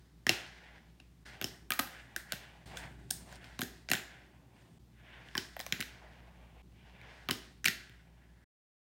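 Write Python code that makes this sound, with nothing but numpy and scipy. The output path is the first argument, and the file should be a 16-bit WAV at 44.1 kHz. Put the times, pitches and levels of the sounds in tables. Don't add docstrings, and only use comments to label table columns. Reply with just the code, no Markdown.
import sys
import numpy as np
from scipy import signal
from scipy.fft import rfft, irfft
from scipy.io import wavfile

SR = 44100
rng = np.random.default_rng(int(sys.argv[2]) if len(sys.argv) > 2 else 0)


def log_audio(samples):
    frames = np.atleast_2d(samples).T
    limited = np.clip(frames, -1, 1)
    pcm = np.round(limited * 32767).astype(np.int16)
    wavfile.write(sys.argv[1], SR, pcm)


N = 392483

# start_s, hum_beat_minimum_s
SCENE_TIMES = [(0, .62), (1.248, 1.74), (2.654, 3.08), (4.789, 5.97), (6.625, 7.87)]


def amp(db):
    return 10 ** (np.asarray(db) / 20)


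def unit_rms(x):
    return x / np.sqrt(np.mean(x ** 2) + 1e-20)


def curve_at(points, hz):
    freq_hz, value = np.transpose(points)
    return np.interp(np.log(hz + 1), np.log(freq_hz + 1), value)


def shaped_noise(spectrum):
    gain = amp(curve_at(spectrum, np.fft.rfftfreq(N, 1 / SR)))
    return unit_rms(irfft(rfft(rng.standard_normal(N)) * gain, N))


def resonate(x, peaks):
    freq_hz = np.fft.rfftfreq(N, 1 / SR)
    power = sum(amp(db) ** 2 / (1 + (2 * (freq_hz - hz) / width_hz) ** 4) for hz, width_hz, db in peaks)
    return unit_rms(irfft(rfft(x) * np.sqrt(power), N))


def wander(rate_hz):
    steps = rng.standard_normal(1000)
    return np.interp(np.arange(N) / SR * rate_hz, np.arange(1000), steps) * np.sqrt(3 / 2)


def motor_hum():
    upper_hz, lower_hz = 60, 54.4
    # harmonic, level_db
    upper_partials = [(1, 0), (2, -10.5), (3, -15.5)]
    lower_partials = [(1, -8.5), (2, -14), (3, -15), (4, -19.5)]
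    t = np.arange(N) / SR
    start_s, minimum_s = np.transpose(SCENE_TIMES)
    since_s = t - minimum_s[np.searchsorted(start_s, t, "right") - 1]
    upper = sum(amp(db) * np.sin(2 * np.pi * k * upper_hz * since_s) for k, db in upper_partials)
    lower = sum(amp(db) * np.sin(2 * np.pi * k * lower_hz * since_s) for k, db in lower_partials)
    return unit_rms(upper - lower)


def room_tone():
    # time_s, hum_db, rumble_db, hiss_db
    gains = [(0, -60.5, -68, -75), (1.25, -61, -67.5, -75), (1.26, -59.5, -63.5, -73.5),
             (2.649, -61.5, -68.5, -74), (2.66, -52.5, -58, -70), (3.3, -58, -60, -81.5),
             (3.7, -57.5, -67, -73.5), (4.78, -70.5, -64, -76), (4.8, -61, -66, -74.5),
             (6.62, -56.5, -67.5, -74), (6.64, -59, -65, -75.5), (8.45, -60.5, -70, -76.5)]
    # freq_hz, density_db
    rumble_spectrum = [(39, -32), (66, -8.5), (108, -11), (188, -9.5), (328, -14.5), (400, -16),
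                       (480, -33.5), (620, -70), (1060, -120)]
    # centre_hz, width_hz, level_db
    rumble_peaks = [(125, 15, -5), (165.3, 14, -6.5), (186.2, 2.8, -14), (235, 4.7, -14)]
    # freq_hz, density_db
    hiss_spectrum = [(260, -26.5), (450, 1), (810, -1.5), (1090, -2.5), (1600, -7.5), (2830, -9),
                     (3660, -7.5), (12800, -17), (15500, -14.5), (16500, -25.5)]
    t = np.arange(N) / SR
    time_s, *gains_db = np.transpose(gains)
    rumble = shaped_noise(rumble_spectrum) + amp(-1) * resonate(rng.standard_normal(N), rumble_peaks)
    layers = motor_hum(), rumble, shaped_noise(hiss_spectrum)
    return sum(amp(np.interp(t, time_s, db)) * layer for db, layer in zip(gains_db, layers))


def rolling():
    # time_s, deck_db, upper_deck_rel_db, table_rel_db, wheels_rel_db, trucks_rel_db
    curves = [
        [(0, -79, -8, -4, 3, -7), (0.25, -88, -6.5, 0, -1, -5.5), (0.33, -50.5, -2.5, -8.5, -4, -16),
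         (0.56, -61, -4, -5, -5.5, -24), (0.73, -61.5, -4.5, -4.5, -11, -32), (0.97, -83, -1.5, 3, -1, -7.5),
         (1.245, -86.5, -3, -0.5, -3.5, -2)],
        [(1.258, -53.5, -10, -11, -4, -13.5), (1.39, -66, -1.5, 3, -3, -18.5),
         (1.55, -64, -11.5, -6.5, -9.5, -7), (1.69, -84, -2.5, -4, -1.5, -5.5), (1.82, -56.5, -6, -13, 1, -7.5),
         (1.99, -57.5, -5.5, -9, -9.5, -16.5), (2.15, -70, -2, 2, -7, -14), (2.2, -57, -7, -9, -7, -18),
         (2.255, -67, -18, -4, -12, -21), (2.31, -56.5, -3.5, -11, -11, -15), (2.42, -61.5, 0, -1.5, -6, -17),
         (2.648, -72.5, -1.5, 5, -6, -16)],
        [(2.66, -64.5, -2.5, 1.5, 3, -0.5), (2.75, -58, 0, 7, -7, -15), (2.775, -51.5, -5.5, -4.5, -5.5, -4.5),
         (2.84, -52.5, -5, -1, -9.5, -15), (2.96, -70.5, -5.5, -0.5, -7.5, -10.5), (3.1, -71, -5, 2, -3, -4.5),
         (3.14, -71, -3, -1.5, -1.5, 5), (3.24, -69.5, -2, 7.5, -4.5, -2.5), (3.35, -61, -6, 4, 0, -8),
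         (3.39, -66, -2, -7, -16, -24), (3.44, -60.5, -3.5, -2, -6.5, -13), (3.58, -66, -3.5, -0.5, -1, -14),
         (3.74, -63.5, -14, -7, 0.5, -6.5), (3.88, -79, -14, -3, -1.5, -11.5),
         (3.97, -53.5, -1.5, -10, -5.5, -20), (4.24, -66, -4.5, -5, -9.5, -20.5),
         (4.48, -83.5, -0.5, 11.5, -13, -11), (4.59, -73, -0.5, 1, -3, -8.5), (4.78, -82, -0.5, 4, -1, -2)],
        [(4.8, -100.5, -3, 9, 2.5, 5), (4.97, -74, -0.5, -4, -13, -23.5), (5.13, -60, -1.5, -3, -14, -28),
         (5.25, -61, -3, -4, -9, -22.5), (5.34, -64, -3.5, -8, -2.5, -11), (5.46, -62, -16, -3, -2, -4),
         (5.555, -69, -15, -11, 4, -9), (5.9, -60, -2, -5.5, -2.5, -18), (6.03, -63.5, -5, 0.5, -8.5, -25),
         (6.29, -70.5, -3, 3.5, -10.5, -23.5), (6.55, -75, 1.5, 8.5, -17.5, -23.5),
         (6.615, -74, 8, 8, -7.5, -20)],
        [(6.635, -93, -6, 4.5, 2, 0), (6.76, -77, 5, 2.5, -4, -17), (7.05, -61.5, -2.5, -1, -8, -29),
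         (7.15, -62, -4.5, -1.5, -7.5, -20), (7.28, -65, -4.5, 0.5, -3, -15), (7.44, -65.5, -7.5, -3, 2, -9),
         (7.63, -82, -3.5, -3, 2, -7), (7.72, -57, -7.5, -19, -5.5, -9.5), (7.82, -61, -5.5, -20, -2, -17.5),
         (8.12, -79, -0.5, 6, -10, -15), (8.24, -72.5, -4, -5, -13, -20), (8.32, -76.5, -4, 2, -8, -11),
         (8.41, -72.5, -14, -8, -16, -20)],
    ]
    # centre_hz, width_hz, level_db
    deck = [(1550, 300, 0.5), (1700, 51, 2), (1850, 250, -1), (2025, 260, -0.5)]
    upper_deck = [(2302, 260, 4), (2703, 620, 2.5), (3300, 650, -1.5)]
    table = [(537, 340, -1.5), (737, 280, 0.5), (912, 480, -1.5)]
    wheels = [(3670, 3200, 8), (4820, 3400, -4.5), (6020, 5400, -11)]
    trucks = [(7540, 2400, 1), (8900, 1300, 0.5), (12500, 6900, -8.5)]
    grain_db, waver_db, grit_per_s = 1.2, 1.2, 120
    parts = deck, upper_deck, table, wheels, trucks
    t = np.arange(N) / SR
    time_s, deck_db, *parts_rel_db = np.concatenate(curves).T
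    grain = amp(grain_db * wander(rate_hz=50))
    grit = 4 * rng.standard_normal(N) * (rng.random(N) < grit_per_s / SR)
    out = np.zeros(N)
    for rel_db, peaks in zip((np.zeros_like(time_s), *parts_rel_db), parts):
        level_db = np.interp(t, time_s, rel_db) + waver_db * wander(rate_hz=25)
        out += amp(level_db) * resonate(grain * rng.standard_normal(N) + grit, peaks)
    return amp(np.interp(t, time_s, deck_db)) * out


def ring(modes, favoured_hz, scatter_db, damping):
    hz, db, t60_s = np.transpose(modes)[:, :, None]
    boost_db = sum(27.3 * np.exp(-(np.log(hz / pitch_hz) / 0.036) ** 2) for pitch_hz in favoured_hz)
    db = db + scatter_db[:len(modes), None] + boost_db
    t = np.arange(int(t60_s.max() * SR) + 200) / SR
    sound = (amp(db - 60 * damping * t / t60_s) * np.sin(2 * np.pi * hz * t)).sum(0)
    radiated_hz = [0.98 * hz.min(), min(2.21 * hz.max(), SR / 2.2)]
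    return signal.sosfilt(signal.butter(5, radiated_hz, "band", fs=SR, output="sos"), sound)


def contacts():
    # start_s, deck_peak_db, thud_rel_db, knock_rel_db, wheels_rel_db,
    # trucks_rel_db, favoured_table_hz, favoured_deck_hz, favoured_wheels_or_trucks_hz
    blows = [(0.2664, -16.5, -14.5, -14, -7.5, -14, 1282, 1810, 3680),
             (0.2923, -12, -15, -14, -1, -8, 349.6, 2763, 3560),
             (0.3001, -30.5, -8, -7, -2, -3, 365, 2800, 4100),
             (0.3099, -28.5, -5.5, -8.5, -12, -11, 121, 2740, 4100),
             (0.7802, -50.5, -10, -18, -12, -29.5, 840, 1930, 4270),
             (0.9999, -46, -9.5, -11.5, -5, -17, 280, 2740, 3810),
             (1.4131, -28, -8.5, -10, -7.5, -2.5, 354, 2600, 12570),
             (1.4231, -36.5, -4.5, -3, 5, -8, 103, 2080, 3370),
             (1.4419, -25.5, -8, -13, 3.5, 0.5, 357, 3020, 5260),
             (1.7046, -23.5, -15, -8.5, -7, 5.5, 1260, 1683, 15400),
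             (1.7195, -20.5, -38, -11, -3.5, -3, 1240, 2410, 12200),
             (1.7356, -37, -27, -4, 2, 7, 1270, 1480, 6440),
             (1.7914, -20, -14, -6, -10, 0.5, 1236, 1440, 12360),
             (1.7952, -24, -11.5, -1, -0.5, 4, 263.5, 1486, 14640),
             (1.872, -44, -14, -14, -3, -18, 274, 1660, 3930),
             (2.162, -25, -22, -21, -4, -2.5, 345, 1630, 9720),
             (2.3208, -26, -23.5, -13, 1, 1.5, 654, 1697, 4306),
             (2.3308, -32, -9, -11, -15, -17, 204, 1470, 3770),
             (2.7704, -38, -38, -31, 5.5, -3, 660, 1530, 3480),
             (3.1048, -45, -20, -18.5, 13.5, 13, 800, 2990, 4680),
             (3.1082, -34.5, -11, -8, 12.5, 18, 753, 1674, 9010),
             (3.127, -54.5, -16, -10.5, 0, 12, 760, 1674, 8700),
             (3.3249, -47.5, -23, 1, -4, 1, 770, 1530, 7240),
             (3.3559, -53.5, -21, 4, 7, 4, 690, 1760, 9200), (3.3626, -53, -11, -8, 2, -2, 680, 1770, 8700),
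             (3.4422, -42, -12, -27, -9, -15, 98, 2020, 13200),
             (3.447, -52, -10, -6.5, 1, -9, 120, 1710, 5200),
             (3.5907, -32, -2, -4.5, -1, 0, 264, 1700, 3840),
             (3.6081, -36, -25, -8.5, -11, 6, 744, 2780, 12000),
             (3.6161, -26.5, -30, -11.5, 2, 2, 345, 1640, 3370),
             (3.6239, -42.5, 12, -14, 7.5, -5, 229.4, 1750, 6470),
             (3.6334, -42.5, -15, -14, 7, 10, 244, 1710, 12300),
             (3.8876, -30.5, -28, -14, -1, -35, 655, 1850, 5000),
             (3.8957, -40.5, -13, -20.5, -3, 3, 98.4, 1700, 7320),
             (3.9009, -33, -4.5, -11, 1, 4.5, 199, 1820, 8940),
             (3.915, -15.5, -14, -14.5, -6, -3.5, 745, 2013, 4280),
             (3.9335, -19.5, -38, -13, -6.5, -2, 1310, 1485, 7240),
             (3.9414, -28.5, -8, -35, -9, -2, 205, 1610, 3870),
             (3.9514, -26.5, -22, -26, -4, -20, 690, 2800, 3980),
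             (5.2857, -46, -13, -35, -5, -21, 160, 2780, 3400),
             (5.3518, -26, -12, -7.5, -12, -13, 1056, 1620, 5300),
             (5.3695, -38.5, -16, 0, 0, 5, 835, 2370, 14900),
             (5.3776, -22.5, -10.5, -42, 0, -5.5, 355, 2920, 5230),
             (5.5652, -36.5, -29, 1, -12, -5, 660, 1880, 13100),
             (5.5926, -35, -14, -8, -9, 4, 550, 2260, 14900),
             (5.601, -36, -30, -1.5, 5, -5, 570, 1810, 3480),
             (5.61, -43.5, -29, -29, 8.5, 7, 557, 1620, 4000),
             (5.6637, -35, -25.5, -1.5, 0, 0, 1092, 2380, 6070),
             (5.7233, -18, -19, -27.5, -6.5, -6, 204, 2160, 7350),
             (5.7422, -37, -6, -21, -12, -20, 242, 2290, 4020),
             (5.7944, -41, 2.5, -10, -13, -10, 208, 1960, 3680),
             (5.8042, -28, -15, -24, -1.5, -0.5, 245.5, 1960, 6100),
             (5.8097, -25.5, -39, -34.5, -8, -4, 1240, 2270, 3940),
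             (5.8246, -28, -35, -22, -6, -25, 98, 1750, 3980),
             (7.0135, -43, -12, -25.5, -15, -16, 120, 2170, 3900),
             (7.2872, -19.5, -13, -13, -22.5, -9, 1250, 2450, 15100),
             (7.2951, -31.5, -8, -1.5, -12, -16, 1060, 2600, 6300),
             (7.3052, -29.5, -20.5, -17.5, -15, -13, 683, 2000, 3800),
             (7.3092, -18.5, -9, -20, -1.5, -5, 362, 2950, 5210),
             (7.329, -48, -9, -12.5, 14, -10, 270, 1720, 6270),
             (7.643, -24.5, -27, -30.5, -4, -8, 1250, 1820, 5800),
             (7.6512, -35.5, -9.5, -29.5, -4, 5, 164, 1660, 8800),
             (7.6556, -17.5, -33, -32, -9, -2.5, 1280, 2790, 8540),
             (7.6585, -13.5, -26, -21, -4.5, -7.5, 676, 2330, 4430),
             (7.668, -35, -4.5, -20.5, -10, -10, 121, 1700, 3950),
             (7.6742, -24.5, -40, -27, 2, -16, 1260, 2390, 4450),
             (7.6817, -15.5, -20, -30, -5.5, -10, 204, 1990, 12300),
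             (7.6999, -40.5, -13, -26, -1, -16, 99, 1990, 3830),
             (7.895, -46, -9, -21, -25, -8, 121, 2010, 7040)]
    # pitch_hz, level_db, nominal_t60_s
    thud = [(106, -10.5, 0.13), (120, -11, 0.033), (163, -6.5, 0.028), (204, -8.5, 0.031),
            (251.4, 0.5, 0.13), (280, 2, 0.09), (339, 7, .07), (378.4, 2.5, 0.11)]
    knock = [(537, -5, 0.027), (656, 8, 0.013), (743.7, 1, 0.039), (845, -1, 0.016), (1058, -1, 0.023),
             (1245, -12, 0.046)]
    wheels = [(3430, -6, 0.0047), (3910, -15, 0.0092), (4115, -6.5, 0.024), (4510, -4.5, 0.0087),
              (4970, 4, 0.0047), (5394, -1.5, 0.0088), (5930, -5.5, 0.0084), (6580, -3, 0.0063)]
    trucks = [(7200, -8, 0.005), (8790, -8, 0.01), (9350, 6.5, 0.0027), (10980, 2, 0.0064),
              (12000, 8.5, .003), (12700, 1.5, 0.0054), (14000, -11.5, .003), (15200, 3, 0.0018)]
    deck = [(1534, -8.5, 0.025), (1630, 3.5, 0.011), (1801, -2, 0.006), (1944, -1.5, 0.015),
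            (2216, 2, 0.0062), (2334, -2, 0.01), (2704, 0.5, 0.012), (3015, -5.5, 0.013)]
    chatter_ms, thud_lag_s, send_db = 2.09, 0.002, -6.5
    parts = thud, knock, wheels, trucks, deck
    progress = np.arange(400) / SR * 1000 / chatter_ms
    push = progress ** 2 * np.exp(-4.5 * progress)
    chatters = rng.standard_normal((len(blows), len(push)))
    scatters_db = 2 * rng.standard_normal((len(blows), len(parts), len(deck)))
    direct, send = np.zeros(N), np.zeros(N)
    for (start_s, deck_db, *columns), chatter, blow_scatter_db in zip(blows, chatters, scatters_db):
        parts_rel_db, favoured_hz = (*columns[:4], 0), columns[4:]
        for modes, rel_db, scatter_db in zip(parts, parts_rel_db, blow_scatter_db):
            force, lag_s = (push, thud_lag_s) if modes is thud else (push * chatter * abs(chatter), 0)
            sound = signal.fftconvolve(force, ring(modes, favoured_hz, scatter_db, damping=0.9))
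            sound *= amp(deck_db + rel_db) / abs(sound).max()
            add(direct, start_s + lag_s, sound)
            blurred = ring(modes, favoured_hz, scatter_db, damping=1.7)
            add(send, start_s, amp(send_db) * blurred * np.linalg.norm(sound) / np.linalg.norm(blurred))
    return direct, send


def add(mix, start_s, sound):
    span = mix[round(start_s * SR):][:len(sound)]
    span += sound[:len(span)]


def room_echo(send):
    # freq_hz, t60_s
    decay = [(120, 0.38), (330, 0.6), (870, 0.52), (2300, 0.33), (6000, 0.4), (12000, 0.27)]
    # freq_hz, gain_db
    colour = [(100, -1.5), (400, -4), (1000, -2), (2000, -1), (4000, 0), (8000, -0.5), (15000, 4.5)]
    turn_hz, slot_samples = 7, 20
    out, t = np.zeros(N), np.arange(N) / SR
    slots = np.arange(200, SR - slot_samples, slot_samples)
    for k in range(3):
        taps = np.zeros(SR)
        taps[slots + rng.integers(0, slot_samples, len(slots))] = rng.choice([-1., 1.], len(slots))
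        hz, age_s, bands = signal.stft(taps, SR, nperseg=256)
        bands *= amp(curve_at(colour, hz)[:, None] - 60 * age_s / curve_at(decay, hz)[:, None])
        tail = signal.istft(bands, SR, nperseg=256)[1]
        turn = np.sqrt(2 / 3) * np.cos(2 * np.pi * (turn_hz * t + k / 3))
        out += signal.fftconvolve(send * turn, tail / np.linalg.norm(tail))[:N]
    return out


def scene():
    hits, hit_send = contacts()
    roll = rolling()
    echo = room_echo(hit_send + amp(-12) * roll)
    return (hits + roll + echo + room_tone())[None]


def record(dry):
    low_cut_hz, band_limit_hz = 50, 16200
    end_s, fade_s, dip_s = 8.445, 0.0054, 0.0059
    t = np.arange(N) / SR
    gain = np.clip((end_s - t) / fade_s, 1e-5, 1)
    for start_s, _ in SCENE_TIMES[1:]:
        gain *= np.clip(abs(t - start_s) / dip_s, 0.15, 1)
    heard = signal.sosfilt(signal.butter(3, low_cut_hz, "high", fs=SR, output="sos"), dry) * gain
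    lowpass = signal.firwin(255, band_limit_hz, window=("kaiser", 9), fs=SR)
    return signal.oaconvolve(heard, lowpass[None], "same")


dry = scene()
out = record(dry)
log_audio(out)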